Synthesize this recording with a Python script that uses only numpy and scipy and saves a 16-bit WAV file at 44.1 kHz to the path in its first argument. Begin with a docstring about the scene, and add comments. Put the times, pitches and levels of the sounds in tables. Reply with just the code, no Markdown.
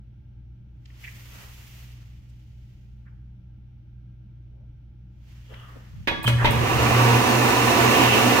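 """A wall-mounted hand dryer runs close by in a tiled restroom. Its button clunks in and springs back,
the motor hums and spins up, and the air builds to a loud rush while the shaft throbs against the hum.
Near the end a hand cuts into the jet. Before the dryer starts, clothes rustle and shoes scuff as
someone crouches and stands up. The ventilation drones behind it all."""
import sys
import numpy as np
from scipy import signal
from scipy.fft import rfft, irfft, next_fast_len
from scipy.io import wavfile
from scipy.ndimage import map_coordinates

SR = 44100
rng = np.random.default_rng(int(sys.argv[2]) if len(sys.argv) > 2 else 0)


def inscribe(sig):
    """Save sig as 16-bit PCM at rate SR to the path in sys.argv[1].

    A 1-D sig is mono; a 2-D sig holds one channel per row.
    Samples are clipped to [-1, 1] before scaling.
    """
    pcm = np.round(np.clip(np.atleast_2d(sig).T, -1, 1) * 32767)
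    wavfile.write(sys.argv[1], SR, pcm.astype(np.int16))


N = 370440

# How long the tiles echo: (frequency [Hz], time to fade by 60 dB [s])
ECHO_TIMES = [(200, 0.49), (1000, 0.69), (3000, 0.53), (8000, 0.72), (15000, 0.32)]
# The tone colour of each noise: (frequency [Hz], relative level [dB])
VENT_COLOUR = [(18, -17), (30, -3), (45, -9), (70, -2), (100, -2.5), (140, -5.5), (200, -11), (250, -21.5),
               (320, -18), (400, -32.5), (1100, -49.5), (3000, -42.5), (8000, -67.5), (15000, -61)]  # ventilation rumble
RUB_COLOUR = [(200, -1), (420, -2.5), (800, -2.5), (1300, 0.5), (1900, 0), (3000, -26)]  # low rub of fabric
SWISH_COLOUR = [(880, -10), (1500, -24), (1900, -2), (2960, 0), (3820, -6.5), (6640, -7), (8170, -12.5),
                (11100, -14), (14000, -6), (15800, -13)]  # bright swish of fabric
KNOCK_COLOUR = [(60, 0.5), (220, 3), (600, -5.5), (950, -0.5), (1400, -21), (3000, -45)]  # knock on the housing
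CLACK_COLOUR = [(700, -25), (1300, -4), (1650, -2.5), (2000, 1), (2500, -5), (3000, -4.5), (3700, -5),
                (4700, -16.5), (6500, -24), (10000, -72)]  # clack of the button's plunger
TICK_COLOUR = [(3000, -11), (6500, -11), (9500, 1.5), (11000, -10), (13000, 3.5), (16000, -4)]  # tick of the switch
SHUDDER_COLOUR = [(25, -7), (50, -13), (72, 4.5), (130, 0.5), (300, -32), (1000, -68)]  # shaking housing
HAND_COLOUR = [(1500, -30), (2400, -7), (2750, 0), (3100, -6), (3700, -20), (7000, -30), (15000, -40)]  # air over the edge of a hand
ROAR_COLOUR = [(20, -35), (50, -23), (85, -3.5), (150, -6), (250, -0.5), (400, 1), (650, -3), (1000, 1),
               (1400, -9), (2100, -7), (2850, -6), (3400, -16), (5000, -27), (8000, -58)]  # churning air
HISS_COLOUR = [(2200, -27), (3300, -3), (3800, -1), (4700, -5), (6300, -3), (7800, -10), (9600, -9.5),
               (11200, -13.5), (13000, -9), (15800, -9.5)]  # air at the nozzle
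# Pitches that a hollow space boosts or weakens: (frequency [Hz], width [Hz], boost [dB])
VENT_RESONANCES = [(61.7, 7.4, 8.5), (91, 4.1, -0.5), (172.5, 15.5, -16.5), (183, 8.2, 11), (207, 12, 5.5),
                   (600, 60, 6.5), (856, 146, 12.5), (1370, 200, 11), (1587, 59, 11), (2260, 300, 3.5),
                   (5760, 610, 9)]  # ventilation ducts
DRYER_RESONANCES = [(170, 28, -3), (204, 12, 2), (245, 44, 5.5), (302, 9.1, 2), (338, 23, 0.5),
                    (375, 20, 5.5), (400, 11, -5.5), (519, 19, 3.5), (594, 50, -2), (706, 37, 5),
                    (749, 20, 4.5), (780, 22, 0), (820, 24, -1.5), (882, 23, -3), (1084, 47, 1.5),
                    (1151, 30, 4), (1172, 41, 5.5), (1230, 47, -2), (1304, 43, 4), (1390, 39, -1),
                    (1478, 72, 6.5), (1765, 50, 7), (2270, 32, -1), (2550, 15, -11), (2480, 22, 5),
                    (2720, 62, 5.5), (4376, 17, 6.5), (5570, 31, 6)]  # fan casing, nozzle and room corner
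# How alike left and right sound: (frequency [Hz], likeness [0 to 1])
VENT_LIKENESS = [(30, 0.45), (60, 0.94), (240, 0.8), (950, 0), (3800, 0)]
DRYER_LIKENESS = [(30, 0.34), (70, 0.59), (200, 1), (500, 0.42), (1200, 0.42), (2400, 0.4), (4500, 0.15),
                  (12000, 0.072)]
CLOTH_LIKENESS = [(400, 0.14), (3000, 0.04), (10000, 0.056)]
# Which side the dryer is louder on: (frequency [Hz], left minus right [dB])
DRYER_BALANCE = [(60, 10), (110, 0.5), (200, -6), (380, -1.5), (700, -6), (1290, -4.5), (2380, -5),
                 (4400, 3.5), (8120, -7), (15000, 0)]
# Clothes moving during the crouch and the standing up:
# (time [s], swish [dB], rub [dB], rise [s], hold [s], fall [s], left minus right [dB])
CLOTH_STROKES = [(.88, -67, -72, .08, 0.13, .2, -1), (1.03, -52.5, -61, 0.17, .76, 0.58, -1.5),
                 (1.38, -51.5, -52, .18, .06, .18, -0.5), (2.3, -69.5, -86, 0.18, 0.47, .55, -2),
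                 (5.29, -61.5, -68, .16, .76, 0.14, -1.5), (5.518, -64.5, -55, .04, 0.24, 0.32, 0.5)]
# Short noises: (time [s], level [dB], frequency [Hz], width [octaves], length [s])
SHOE_SCUFFS = [(.859, -51, 3000, 0.66, .005), (.905, -55, 2180, 0.28, .006),
               (1.049, -39, 2270, 0.29, 0.017), (1.081, -40.5, 2130, 0.24, 0.017),
               (2.3, -69, 5000, .9, 0.012), (3.076, -59.5, 1575, 0.42, 0.024),
               (3.13, -71, 1250, 0.41, 0.02), (4.6, -67, 396, 0.66, 0.13), (5.52, -48.5, 500, 0.28, 0.03),
               (5.543, -42.5, 1600, 0.76, 0.0056), (5.58, -55.5, 2980, .15, 0.14),
               (5.66, -54.5, 1210, 0.12, 0.12), (5.768, -44.5, 348, 0.74, 0.012),
               (5.99, -39.5, 118, 0.47, .1)]  # scuffs, squeaks and soft steps
BUTTON_NOISES = [(6.19, -33, 170, 0.67, .02), (6.248, -31, 990, 0.33, 0.007),
                 (6.271, -24, 3160, 0.093, 0.014), (6.283, -32.5, 4170, 1.3, 0.021),
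                 (6.415, -29, 1610, .22, 0.043), (6.425, -29.5, 950, .4, .025),
                 (6.451, -18.5, 906, 0.11, 0.01), (6.468, -24, 2330, 0.28, 0.027)]  # a low thud on pressing, short scrapes, a knock and crack on release
# Parts of the button hitting each other: (time [s], knock [dB], clack [dB], tick [dB])
BUTTON_HITS = [(6.073, -27, -19.5, -44), (6.08, -27.5, -19.5, -44), (6.111, -24, -36, -60),
               (6.229, -41, -48, -37.5), (6.241, -30.5, -34, -36.5), (6.276, -22.5, -19.5, -33.5),
               (6.445, -17, -21.5, -38.5), (6.455, -24.5, -17.5, -41), (6.472, -20, -27.5, -48),
               (6.506, -30, -35, -30.5)]
# The steel cover's ringing tones: (frequency [Hz], relative level [dB], time to fade by 60 dB [s])
COVER_TONES = [(230, -7, 0.48), (327, -9.5, 0.39), (562.7, -5.5, 0.38), (619, -7, .35), (945, -5, 0.2),
               (1150, -13.5, 0.49), (1375, -11, 0.2), (1675, -5, .5), (1697, -6.5, 0.36), (2170, -7, 0.19),
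               (2493, 0.5, 0.16), (2550, -10, 0.21), (2920, -14, .2), (3350, -9, .33), (3394, -10, .36),
               (3720, -11, 0.13), (4010, -7, 0.17)]
# Tones of the unbalanced shaft and the fan blades: (frequency [times shaft speed], level [dB])
SHAFT_TONES = [(1, -32.5), (2, -37), (3, -45), (6, -42.5), (12, -45), (18, -54), (20, -45)]
# Sounds that swell and fade: (time [s], level [dB], rise [s], hold [s], fall [s])
HAND_SWELLS = [(7.956, -27.5, 0.069, 0.13, 0.49), (8.132, -25, 0.051, 0.013, 0.041)]  # a hand cuts into the jet
SHAKE_SWELL = (6.5, -28, 0.8, .27, .65)  # the housing shakes as the motor speeds up
# The housing booms as the shaft nears the hum's pitch: (time [s], boost [dB], rise [s], hold [s], fall [s])
BOOM_SWELL = (6.96, 10.4, 0.2, 0.22, 0.12)

MAINS_HZ, TOP_HZ = 60, 15850
SWITCH_ON_S, FULL_SPEED_HZ, SPIN_UP_S = 6.25, 124.8, 0.413
HUM_START_DB, HUM_RUN_DB, HUM_RISE_S, HUM_FALL_S = -15.5, -30, 0.024, 0.27
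ROAR_DB, ROAR_BUILD_S, ROAR_POWER = -18.5, 0.32, 2.1  # strength follows the airflow raised to this power
HISS_DB, HISS_BUILD_S, HISS_POWER = -28, 0.44, 1.98
SIDES = np.array([[0.5], [-0.5]])  # shares a difference between left and right


def amp(db):
    """Turn decibels into a number to multiply by."""
    return 10 ** (np.asarray(db) / 20)


def clock():
    """The time of every sample, in seconds."""
    return np.arange(N) / SR


def running_time():
    """Seconds since the motor was switched on."""
    return np.maximum(clock() - SWITCH_ON_S, 0)


def build_up(seconds):
    """A rise from 0 to 1 after switch-on, about two thirds done after the given time."""
    return 1 - np.exp(-running_time() / seconds)


def swell(start, rise, hold, fall):
    """Reach 1 at the start time, hold, then fade; rise and fall are seconds per 20 dB."""
    t = clock()
    return 10 ** (np.minimum(t - start, 0) / rise - np.maximum(t - start - hold, 0) / fall)


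def wobble(rate):
    """A smooth random curve through `rate` random points a second."""
    return map_coordinates(rng.standard_normal(int(N * rate / SR) + 4), [clock() * rate])


def along(points, hz):
    """Read between the rows of a (frequency, value) table, on a musical pitch scale."""
    frequencies, values = np.transpose(points)
    return np.interp(np.log(hz + 1), np.log(frequencies + 1), values)


def filtered(x, response):
    """Multiply each frequency in x by response(frequency)."""
    n = x.shape[-1]
    padded = next_fast_len(n + 8192)
    return irfft(rfft(x, padded) * response(np.fft.rfftfreq(padded, 1 / SR)), padded)[..., :n]


def noise(colour_db, likeness, size=N):
    """Stereo noise of average power 1, made of a shared part and a part opposite in each ear."""
    def response(hz):
        angle = np.arccos(np.clip(along(likeness, hz), -1, 1)) / 2
        return amp(colour_db(hz)) * [np.cos(angle), np.sin(angle)]
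    shared, opposite = filtered(rng.standard_normal((2, size)), response)
    stereo = np.array([shared + opposite, shared - opposite])
    return stereo / np.sqrt(np.mean(stereo ** 2) + 1e-20)


def coloured(colour, likeness, resonances=(), size=N):
    """Noise that follows a colour table, with a peak or dip at each resonance."""
    boost = lambda hz: sum(db / (1 + (2 * (hz - centre) / width) ** 2) for centre, width, db in resonances)
    return noise(lambda hz: along(colour, hz) + boost(hz), likeness, size)


def add(track, start, sound):
    """Mix a sound into a track at a start time in seconds."""
    part = track[:, round(start * SR):][:, :sound.shape[-1]]
    part += sound[..., :part.shape[-1]]


def short_noises(rows):
    """Play each row as a short burst of noise around one pitch."""
    out = np.zeros((2, N))
    t = np.arange(SR // 2) / SR - 0.25
    for time, db, pitch, octaves, length in rows:
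        band = noise(lambda hz: -4.3 * (np.log2((hz + 1) / pitch) / octaves) ** 2, [(1000, 0.2)], len(t))
        add(out, time - 0.25, amp(db) * np.exp(-2 * (t / length) ** 2) * band)
    return out


def placed(x, lead_ms):
    """The dryer's sound reaches the left ear first and has a different colour in each ear."""
    lead = SIDES * lead_ms / 1000
    return filtered(x, lambda hz: amp(SIDES * along(DRYER_BALANCE, hz)) * np.exp(2j * np.pi * hz * lead))


def echo(x):
    """The tiled walls throw sound back, each frequency fading at its own speed."""
    hz, t, spectrum = signal.stft(rng.standard_normal((2, SR // 2)), SR, nperseg=256)
    fade = amp(-60 * t / along(ECHO_TIMES, hz)[:, None])
    tail = signal.istft(spectrum * fade, SR, nperseg=256)[1]
    return signal.fftconvolve(x, tail / np.linalg.norm(tail[0]), axes=1)[:, :x.shape[-1]]


def ventilation():
    """A distant fan drones as it turns and rumbles through its ducts, over an electrical hum."""
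    def tone(hz, db, drift):
        level = amp(db + 1.1 * wobble(4.17)) * np.sqrt(2)
        return level * np.sin(2 * np.pi * hz * clock() + drift * wobble(5))
    rumble = amp(-50) * coloured(VENT_COLOUR, VENT_LIKENESS, VENT_RESONANCES)
    return rumble + tone(hz=58.7, db=-49, drift=0.15) + tone(hz=2 * MAINS_HZ, db=-48.5, drift=0.18)


def clothes():
    """Fabric slides over fabric, catching unevenly, and the rustle fades after each stroke."""
    swish_power = rub_power = 0
    for time, swish_db, rub_db, rise, hold, fall, balance_db in CLOTH_STROKES:
        gain = swell(time, rise, hold, fall) * amp(SIDES * balance_db)
        swish_power += (amp(swish_db) * gain) ** 2
        rub_power += (amp(rub_db) * gain) ** 2
    bright = coloured(SWISH_COLOUR, CLOTH_LIKENESS)
    dull = filtered(bright, lambda hz: 1 / (1 + (hz / 7000) ** 6))
    firmness = np.clip(np.sqrt(swish_power) / amp(-52.5), 0.45, 1)  # firmer strokes sound brighter
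    swish = np.sqrt(swish_power) * (dull + firmness * (bright - dull))
    rub = np.sqrt(rub_power) * amp(0.98 * wobble(22)) * coloured(RUB_COLOUR, CLOTH_LIKENESS)
    return amp(0.7 * wobble(65)) * (rub + swish)


def shoes():
    """Soles stick and slip as they twist on the floor tiles."""
    scuffs = short_noises(SHOE_SCUFFS)
    return scuffs + amp(-7) * echo(scuffs)


def button():
    """The button thuds, scrapes and cracks; each hit inside knocks, clacks, ticks and rings the cover."""
    out = short_noises(BUTTON_NOISES)
    t = np.arange(SR // 2) / SR
    attack = 1 - np.exp(-t / 0.00056)
    fade = lambda fade_s: amp(-60 * t / fade_s)
    burst = lambda colour, fade_s: coloured(colour, DRYER_LIKENESS, size=len(t)) * fade(fade_s)
    for time, knock_db, clack_db, tick_db in BUTTON_HITS:
        phases = rng.random((len(COVER_TONES), 1, 1)) + 0.3 * rng.random((len(COVER_TONES), 2, 1))
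        ring = sum(amp(db) * fade(fade_s) * np.sin(2 * np.pi * (hz * t + phase))
                   for (hz, db, fade_s), phase in zip(COVER_TONES, phases))
        knock = amp(knock_db) * burst(KNOCK_COLOUR, fade_s=0.092)
        clack = amp(clack_db) * burst(CLACK_COLOUR, fade_s=0.091)
        tick = amp(tick_db) * burst(TICK_COLOUR, fade_s=0.1)
        add(out, time, attack * (knock + clack + tick + amp(clack_db - 7.5) * ring))
    return placed(out, lead_ms=0.13) + amp(-4.5) * echo(out)


def housing_shudder():
    """The housing shakes while the fan speeds up."""
    time, db, *shape = SHAKE_SWELL
    return amp(db) * swell(time, *shape) * build_up(HUM_RISE_S) * coloured(SHUDDER_COLOUR, DRYER_LIKENESS)


def hand_in_jet():
    """The jet of air sings and wavers over the edge of a hand."""
    level = sum(amp(db) * swell(time, *shape) for time, db, *shape in HAND_SWELLS)
    return level * amp(wobble(28)) * coloured(HAND_COLOUR, DRYER_LIKENESS)


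def motor():
    """The iron hums at twice the mains frequency; the shaft spins up just past that, so the two throb."""
    time, boom_db, *shape = BOOM_SWELL
    hum_db = HUM_START_DB + (HUM_RUN_DB - HUM_START_DB) * build_up(HUM_FALL_S)  # starting current falls
    hum_db += boom_db * swell(time, *shape)
    hum = amp(hum_db) * build_up(HUM_RISE_S) * np.sin(2 * np.pi * 2 * MAINS_HZ * running_time())
    speed = np.tanh(running_time() / SPIN_UP_S)  # 0 to 1: a steady push against the drag of the air
    turns = FULL_SPEED_HZ * np.cumsum(speed) / SR + 0.0077 * wobble(14)
    whine = sum(amp(db + 3 * wobble(4.6)) * np.sin(2 * np.pi * multiple * turns)
                for multiple, db in SHAFT_TONES)
    return np.sqrt(2) * (hum + whine * speed ** 1.2) * np.ones((2, 1))


def blower():
    """Churning air roars through the fan casing and hisses at the nozzle, growing with the flow."""
    swirl_db = wobble(17)
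    roar = amp(ROAR_DB + swirl_db) * build_up(ROAR_BUILD_S) ** ROAR_POWER
    roar = roar * coloured(ROAR_COLOUR, DRYER_LIKENESS, DRYER_RESONANCES)
    hiss = amp(HISS_DB + 0.6 * swirl_db + 0.3 * wobble(45)) * build_up(HISS_BUILD_S) ** HISS_POWER
    hiss = hiss * coloured(HISS_COLOUR, DRYER_LIKENESS, DRYER_RESONANCES)
    air = roar + hiss + hand_in_jet()
    return air + housing_shudder() + amp(-9) * echo(air)


def scene():
    """The dryer close by, the person and the ventilation."""
    return placed(blower() + motor(), lead_ms=0.14) + button() + clothes() + shoes() + ventilation()


def record(dry):
    """Cut away the highest treble, above TOP_HZ."""
    return filtered(dry, lambda hz: np.sin(np.pi / 2 * np.clip((TOP_HZ + 150 - hz) / 300, 0, 1)) ** 2)


dry = scene()
out = record(dry)
inscribe(out)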